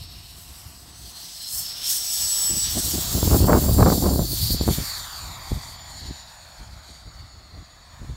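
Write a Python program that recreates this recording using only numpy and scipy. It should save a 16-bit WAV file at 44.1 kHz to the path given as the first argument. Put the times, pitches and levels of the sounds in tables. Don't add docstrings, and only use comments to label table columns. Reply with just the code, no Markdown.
import sys
import numpy as np
from scipy import signal
from scipy.fft import rfft, irfft
from scipy.io import wavfile
from scipy.ndimage import uniform_filter1d

SR = 44100
rng = np.random.default_rng(int(sys.argv[2]) if len(sys.argv) > 2 else 0)


def bounce(signal):
    frames = np.transpose(np.atleast_2d(signal))
    limited = np.clip(frames, -1, 1)
    pcm = np.round(limited * 32767).astype(np.int16)
    wavfile.write(sys.argv[1], SR, pcm)


N = 359856
TIME = np.arange(N) / SR

# (time [s], tone level [dB], octave level [dB])
WHINE_LEVEL = [(0, -62, -79), (.6, -56.5, -73), (1.25, -54, -70), (1.53, -43, -55), (1.8, -50, -60),
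               (2.22, -26, -41), (2.55, -22.5, -42), (2.8, -35.5, -38), (3.55, -40, -29), (3.9, -36.5, -33),
               (4.45, -45, -45), (4.72, -41, -53), (5.6, -52.5, -52), (6.02, -47, -69), (6.6, -58, -84),
               (7.4, -61, -91), (8.16, -61, -82)]
# (time [s], pitch [Hz])
BLADE_PITCH = [(0, 7790), (.9, 7808), (1.5, 7831), (2.25, 7851), (2.55, 7820), (2.8, 7758), (3.1, 7646),
               (3.4, 7490), (3.8, 7352), (4.45, 7214), (5.3, 7092), (6, 7008), (7, 6907), (8.16, 6870)]
# (time [s], level [dB])
SHAFT_LEVEL = [(0, -67), (.8, -66), (1.4, -68), (2.1, -59.5), (2.8, -61.5), (4.5, -65), (8.16, -77)]
BLADES = 11
TONE_SCATTER = [0.46, 0.31, 0.44, 0.86, 0.39]
# (time [s], aspect [0 far ahead, 1 intake, 2 flank, 3 exhaust, 4 far behind])
ASPECT_HEARD = [(0, -0.5), (1.1, 1.06), (1.8, 1.5), (2.6, 1), (3.1, 2), (3.6, 2), (4.3, 3), (5, 3.5),
                (5.6, 3.5)]

# (time [s], level [dB], level of the top hiss [dB])
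RUSH_LEVEL = [(0.0, -45.5, -54.0), (0.85, -49.5, -57), (1.45, -35.5, -45.5), (2.15, -29.5, -32),
              (2.65, -27.5, -32.5), (3.3, -32.5, -32.5), (4.2, -35.5, -34.5), (4.75, -33, -34),
              (5.15, -39, -46.5), (5.65, -42, -50.5), (6.5, -51, -62.5), (7.3, -52.5, -71),
              (8.16, -54.5, -68.5)]
# (start [s], length [s], change [dB], change of the top hiss [dB])
RUSH_SWELLS = [(0.15, 0.66, -1, 6.5), (0.98, 0.17, 1.5, 4), (1.246, 0.19, 0, 3), (1.45, 0.24, -2, 12),
               (1.652, 0.27, 0, -10), (1.744, 0.3, 5, 10), (2.606, 0.13, 1.5, -3.5), (2.693, 0.3, -1, 2.5),
               (3.393, 0.22, -4.5, -3), (3.867, 0.14, 3.5, 4), (4.085, 0.19, -3.5, -1.5),
               (4.254, 0.38, 6, 5), (4.538, 0.12, 3, -9.5), (4.686, 0.097, 5.5, 2.5),
               (4.84, 0.19, 2.5, 1.5), (5.29, 0.18, -4, -6.5), (5.72, 0.17, -0.5, -11),
               (5.856, 0.55, 6, 0.5), (6.193, 0.11, -1.5, -5), (6.797, 0.27, 4, 8.5)]
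# (frequency [Hz], level [dB])
AHEAD_COLOUR = [(1000, -43), (2000, -19), (2800, -6.5), (3400, -7.5), (4000, -1), (4900, -6.5), (6000, -11),
                (7200, -10), (8400, -6.5), (10000, -8.5), (12300, -7), (14000, -9), (16000, -17)]
# (frequency [Hz], level [dB])
INTAKE_COLOUR = [(1000, -38), (1750, -19.5), (2200, -23.5), (3150, -9.5), (4000, -10.5), (4700, -4),
                 (5100, -7), (6100, -4), (7200, -10), (8400, -3), (10000, -10), (11400, -6.5),
                 (13600, -11.5), (16000, -9)]
# (frequency [Hz], level [dB])
FLANK_COLOUR = [(1000, -8.5), (1700, -16), (2250, -16), (3200, -6.5), (4400, 1), (5000, -1.5), (5600, -5),
                (6800, 1), (8300, -1), (10000, -3), (11700, 0.5), (13500, -1.5), (16000, -1)]
# (frequency [Hz], level [dB])
EXHAUST_COLOUR = [(1000, -31), (2700, -21), (3400, -8.5), (4150, -0.5), (4600, 0), (5100, -6), (5500, -9.5),
                  (6000, -8.5), (6900, -10.5), (8000, -12.5), (9300, -8.5), (11500, -9.5), (13500, -5),
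                  (16000, -6)]
# (frequency [Hz], level [dB])
BEHIND_COLOUR = [(1000, -19), (2200, -4), (2850, -20), (3400, -8.5), (4100, -7), (4600, -3), (5000, -22),
                 (6000, -15), (6800, -5.5), (8000, -10.5), (9800, -14), (10800, -18), (14000, -8),
                 (16000, -30)]
# (time [s], centre [Hz], lift [dB])
DUCT_RESONANCE = [(0, 5360, 13), (.7, 5430, 2), (1.15, 5200, -1), (1.5, 5230, 13), (2, 5480, 10.5),
                  (2.5, 5420, 11.5), (2.85, 5600, 7), (3.3, 5360, 6)]
# (time [s], centre [Hz], lift [dB])
TAILPIPE_RESONANCE = [(0, 4500, 4), (.8, 4480, -2.5), (1.15, 4170, 12), (1.3, 4100, -1), (1.47, 4170, 13),
                      (1.75, 4600, -2.5), (3.3, 4600, 1), (3.7, 4630, 10), (4.5, 4570, 4), (4.7, 4420, 8),
                      (4.82, 4540, 0), (4.97, 4660, 4), (5.3, 4740, 5), (6.4, 4400, 1), (7, 4540, 6.5),
                      (8.16, 4360, 0.5)]
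# (middle [s], half length [s], centre [Hz], slide [Hz/s], width [Hz], depth [dB])
HISS_HOLLOW = (.69, .17, 3650, -3800, 520, -9)
# (frequency [Hz], share of top hiss)
HISS_SHARE = [(5000, 0.048), (6200, 0.64), (8500, 0.96)]
AWAY_S, DULLING_DB_PER_S, DULLING_HZ = 4.6, 4, 12000

# (time [s], level [dB])
ROAR_LEVEL = [(0, -56.5), (.9, -56), (1.4, -55), (1.9, -54.5), (2.5, -46.5), (3.4, -46), (4.4, -51.5),
              (4.9, -40), (5.3, -44), (5.8, -47), (6.3, -51), (7, -53.5), (7.6, -55), (8.16, -54)]
# (frequency [Hz], level [dB])
ROAR_SPECTRUM = [(100, -9), (300, -31), (480, -7), (680, 2.5), (1100, 3), (1500, -1), (1950, -1),
                 (2200, -5), (2700, -10), (4000, -19.5)]

# (time [s], lag [ms])
ECHO_LAG = [(4.2, .1), (4.6, .15), (4.9, .31), (5.4, .72), (5.7, .73), (6.6, 1.06), (7.6, 1.34),
            (8.16, 1.586)]
# (time [s], share of the direct sound)
ECHO_STRENGTH = [(4.35, 0.055), (4.85, 0.75), (5.12, .85), (5.7, 0.53), (8.16, 0.36)]
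# (frequency [Hz], level [dB])
GRASS_COLOUR = [(4500, -4.5), (7000, -20), (16000, -26)]

# (time [s], rumble level [dB], small-eddy level [dB])
BREEZE = [(0, -47, -61), (1, -50.5, -57.5), (1.25, -57, -61.5), (2, -55.5, -61.5), (2.4, -51, -56),
          (3.1, -35.5, -46.5), (3.6, -26.5, -27.5), (4.25, -31, -50), (4.9, -47.5, -60),
          (5.9, -45.5, -58.5), (6.4, -52.5, -67), (7.4, -51, -62.5), (7.78, -56.5, -66), (8.16, -40, -62)]
# (start [s], length [s], rumble level [dB], small-eddy level [dB])
GUST_EVENTS = [(0.008, 0.023, -37.5, -63), (0.496, 0.031, -44, -64), (0.654, 0.028, -40, -69),
               (0.992, 0.089, -44.5, -73), (1.534, 0.092, -46, -77), (2.206, 0.063, -42, -72),
               (2.502, 0.039, -36.5, -37.5), (2.553, 0.039, -39, -38), (2.635, 0.15, -36.5, -60),
               (2.76, 0.035, -32, -26.5), (2.841, 0.046, -32, -38.5), (2.932, 0.062, -32.5, -30),
               (3.136, 0.052, -24, -27.5), (3.232, 0.059, -20.5, -28.5), (3.309, 0.059, -15, -19.5),
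               (3.397, 0.068, -15.5, -25), (3.475, 0.048, -32, -17), (3.516, 0.068, -17.5, -18.5),
               (3.677, 0.18, -19.5, -28.5), (3.787, 0.071, -12.5, -18), (3.84, 0.091, -28, -19),
               (3.91, 0.085, -31, -25.5), (4.021, 0.092, -22.5, -22), (4.108, 0.045, -23, -26.5),
               (4.159, 0.094, -27, -28), (4.296, 0.04, -34, -32.5), (4.408, 0.059, -24, -47),
               (4.499, 0.069, -24, -37.5), (4.602, 0.037, -23.5, -30), (4.669, 0.063, -21.5, -26),
               (4.773, 0.057, -29.5, -39), (5.22, 0.1, -39.5, -53), (5.513, 0.023, -23, -39.5),
               (5.547, 0.038, -28.5, -41.5), (6.018, 0.053, -40.5, -48), (6.081, 0.044, -34, -44.5),
               (6.596, 0.04, -40.5, -51.5), (6.67, 0.12, -42, -64), (6.884, 0.052, -47.5, -53.5),
               (7.057, 0.04, -41.5, -53), (7.157, 0.1, -42, -74), (7.33, 0.063, -46, -60),
               (7.538, 0.088, -40.5, -50), (8.005, 0.047, -39, -47), (8.085, 0.049, -33, -50)]
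GUST_SQUARENESS = 3.3
# (frequency [Hz], level [dB])
RUMBLE_SPECTRUM = [(10, -50), (25, -26), (44, -2.5), (66, 4.5), (90, 0), (130, -5), (185, -15), (290, -30),
                   (600, -74)]
# (frequency [Hz], level [dB])
EDDY_SPECTRUM = [(80, -38), (150, 4.5), (220, 0.5), (320, -2), (480, -11.5), (750, -14.5), (1500, -99)]
# (frequency [Hz], level [dB])
FLUTTER_SPECTRUM = [(250, -12), (420, 5), (620, 2), (1000, -1), (1400, -10), (2000, -24), (2800, -26),
                    (5000, -70)]
# (time [s], peak level [dB])
BUFFET_EVENTS = [(2.771, -20.5), (3.153, -21), (3.23, -11.5), (3.278, -15.5), (3.346, -10.5), (3.405, -15),
                 (3.444, -12.5), (3.486, -8.5), (3.532, 1.5), (3.551, -7), (3.829, -1), (3.862, -6.5),
                 (3.902, -7), (4.16, -14.5), (4.194, -12.5), (4.507, -19.5), (4.547, -18), (4.612, -14.5),
                 (4.679, -11), (4.688, -10.5), (4.786, -19.5), (5.519, -17.5), (5.571, -26.5),
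                 (6.111, -23.5), (8.018, -27), (8.099, -27)]
# (frequency [Hz], level [dB])
BUFFET_COLOUR = [(40, -16), (120, 0.0), (1500, -2), (2400, -13), (3500, -24), (6000, -50)]
# (frequency [Hz], level [dB])
WIND_TRIM = [(20, -20), (42, -0.5), (62, 0.0), (2200, 0.5), (3200, -13), (6000, -40)]

# (frequency [Hz], level [dB])
PORT_RESPONSE = [(10, -36), (28, 15), (52, 1), (9600, -1), (10400, -5.5), (11000, -1), (12300, 0.5),
                 (13200, -4.5), (16000, -1.5)]
EDGE_HZ = 15780


def whine(jitter_hz=3, skirt_db=-21, octave_lift_db=-1.0, fading_db=-0.5):
    hz, = curves(BLADE_PITCH)
    blade_db, octave_db = curves(WHINE_LEVEL)
    shaft_db, = curves(SHAFT_LEVEL)
    aspect, = curves(ASPECT_HEARD)
    scatter = np.interp(aspect, np.arange(5), TONE_SCATTER)

    smooth_hz = uniform_filter1d(hz, size=5000)
    angle = 2 * np.pi * np.cumsum(smooth_hz + jitter_hz * wander(24.0)) / SR
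    shaft = evened(np.sin(angle / BLADES + 0.65 * wander(3.8)))
    fading = gain_of(fading_db * scatter * wander(4))
    blade = fading * twinkling(angle, scatter, rate_hz=14.5)
    octave = twinkling(2 * angle, 1.3 * scatter, rate_hz=37)

    tones = gain_of(shaft_db) * shaft
    tones += gain_of(blade_db) * blade
    tones += gain_of(octave_db + octave_lift_db) * octave
    return tones * (1 + gain_of(skirt_db) * wander(140))


def twinkling(angle, scatter, rate_hz):
    scattered = wander(rate_hz) * np.sin(angle) + wander(rate_hz) * np.cos(angle)
    return steadied(np.sin(angle) + scatter * scattered, size=7000)


def rush(patch_db=1.5, twinkle_db=1.35, level_db=0.57, hiss_db=1.45):
    hz, t, spectrum = signal.stft(rng.standard_normal(N), SR, nperseg=512, noverlap=384)
    colour = rush_colour(hz, t)
    power = gain_of(colour) ** 2 / len(hz)
    body = 10 * np.log10(power[(hz > 3000) & (hz < 7000)].sum(0))
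    top = 10 * np.log10(power[(hz > 8500) & (hz < 14000)].sum(0))
    body_db, top_db = rush_levels(t)
    treble = read(HISS_SHARE, hz)[:, None]
    db = colour + (1 - treble) * (body_db - body + level_db)
    db = db + treble * (top_db - top + hiss_db)

    chance = uniform_filter1d(rng.standard_normal(spectrum.shape), size=8, axis=0)
    patches = evened(uniform_filter1d(chance, size=24, axis=1))
    twinkle = np.interp(t, TIME, wander(22)) * hz[:, None] / 10000
    db = db + patch_db * patches + twinkle_db * twinkle
    return signal.istft(spectrum * gain_of(db), SR, nperseg=512, noverlap=384)[1][:N]


def rush_colour(hz, t, intake_width_hz=270, tailpipe_width_hz=250, dulling_power=4):
    aspect, = curves(ASPECT_HEARD, t)
    sides = [AHEAD_COLOUR, INTAKE_COLOUR, FLANK_COLOUR, EXHAUST_COLOUR, BEHIND_COLOUR]
    distance = abs(np.clip(aspect, 0, len(sides) - 1) - np.arange(len(sides))[:, None])
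    share = np.maximum(1 - distance, 0)
    db = np.transpose([read(side, hz) for side in sides]) @ share

    f = hz[:, None]
    for table, width_hz in (DUCT_RESONANCE, intake_width_hz), (TAILPIPE_RESONANCE, tailpipe_width_hz):
        centre_hz, lift_db = curves(table, t)
        db = db + lift_db * np.exp(-((f - centre_hz) / width_hz) ** 2)

    middle, half, centre_hz, slide, width_hz, depth_db = HISS_HOLLOW
    across = (f - centre_hz - slide * (t - middle)) / width_hz
    hollow = np.exp(-across ** 2 - ((t - middle) / half) ** 4)
    dulling = DULLING_DB_PER_S * np.maximum(t - AWAY_S, 0) * (f / DULLING_HZ) ** dulling_power
    return db + depth_db * hollow - dulling


def rush_levels(t):
    levels = np.array(curves(RUSH_LEVEL, t))
    for start, length, *change_db in RUSH_SWELLS:
        arch = np.sin(np.pi * np.clip((t - start) / length, 0, 1)) ** 2
        levels += np.outer(change_db, arch)
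    return levels


def roar(waver_db=1.38):
    db, = curves(ROAR_LEVEL)
    return gain_of(db + waver_db * wander(5.5)) * noise(ROAR_SPECTRUM)


def over_ground(x, soft_hz=600):
    lag_ms, = curves(ECHO_LAG)
    strength, = curves(ECHO_STRENGTH)
    ratio = 1j * np.fft.rfftfreq(N, 1 / SR) / soft_hz
    flipped = irfft(rfft(x) * (1 - ratio) / (1 + ratio), N)
    bounced = coloured(flipped, GRASS_COLOUR)
    echo = np.interp(TIME - lag_ms / 1000, TIME, bounced)
    return (x + strength * echo) / np.sqrt(1 + .5 * strength ** 2)


def wind(burst_db=4.5, eddy_lift_db=0.5, flutter_db=-31, strong_db=-23, growth=2.17):
    large_db, small_db = wind_levels()
    bursts = gain_of(burst_db * np.clip(wander(53), -2, 1.6))
    rumble = gain_of(large_db) * steadied(noise(RUMBLE_SPECTRUM), size=1500)
    eddies = gain_of(small_db + eddy_lift_db) * steadied(noise(EDDY_SPECTRUM) * bursts, size=1800)
    high_db = flutter_db + growth * (small_db - strong_db)
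    flutter = gain_of(high_db) * steadied(noise(FLUTTER_SPECTRUM) * bursts, size=1800)
    return rumble + eddies + flutter + buffets()


def wind_levels(puff_db=1.5, puff_hz=7):
    breeze_db = np.array(curves(BREEZE))
    power = gain_of(breeze_db + puff_db * wander(puff_hz)) ** 2
    for start, length, *peak_db in GUST_EVENTS:
        from_middle = abs(2 * (TIME - start) / length - 1)
        near = from_middle < 2
        shape = np.exp(-from_middle[near] ** GUST_SQUARENESS)
        power[:, near] += np.outer(gain_of(peak_db) ** 2, shape)
    return 10 * np.log10(power)


def buffets(scale_ms=0.29, hard_db=-10, slowing=0.93, lift_db=1):
    out = np.zeros(N)
    for s, db in BUFFET_EVENTS:
        width_ms = scale_ms * gain_of(slowing * (hard_db - db))
        u = (TIME - s) * 1000 / width_ms
        pulse = 2 * u / (1 + u ** 2) * np.exp(-(u / 7) ** 2)
        out += gain_of(db + lift_db) * pulse
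    return coloured(out, BUFFET_COLOUR)


def rounded(gusts, ceiling_db=-2):
    ceiling = gain_of(ceiling_db)
    return coloured(ceiling * np.tanh(gusts / ceiling), WIND_TRIM)


def gain_of(db):
    return 10 ** (np.asarray(db) / 20)


def evened(x):
    return x / np.sqrt(np.mean(x ** 2) + 1e-20)


def curves(rows, t=TIME):
    s, *columns = np.transpose(rows)
    return [np.interp(t, s, column) for column in columns]


def read(points, hz):
    f, values = np.transpose(points)
    return np.interp(np.log(hz + 1), np.log(f + 1), values)


def coloured(x, points):
    gain = gain_of(read(points, np.fft.rfftfreq(N, 1 / SR)))
    return irfft(rfft(x) * gain, N)


def noise(points):
    return evened(coloured(rng.standard_normal(N), points))


def wander(rate_hz):
    hz = np.fft.rfftfreq(N, 1 / SR)
    return evened(irfft(rfft(rng.standard_normal(N)) / (1 + (hz / rate_hz) ** 4), N))


def steadied(x, size):
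    power = uniform_filter1d(uniform_filter1d(x ** 2, size), size)
    return x / np.sqrt(abs(power) + 1e-12)


def scene():
    jet = over_ground(rush() + roar()) + whine()
    return np.tile(jet + rounded(wind()), (2, 1))


def record(dry):
    heard = np.array([coloured(channel, PORT_RESPONSE) for channel in dry])
    edge = signal.firwin(1023, EDGE_HZ, window=("kaiser", 9), fs=SR)
    return signal.oaconvolve(heard, edge[None], "same", axes=1)


dry = scene()
out = record(dry)
bounce(out)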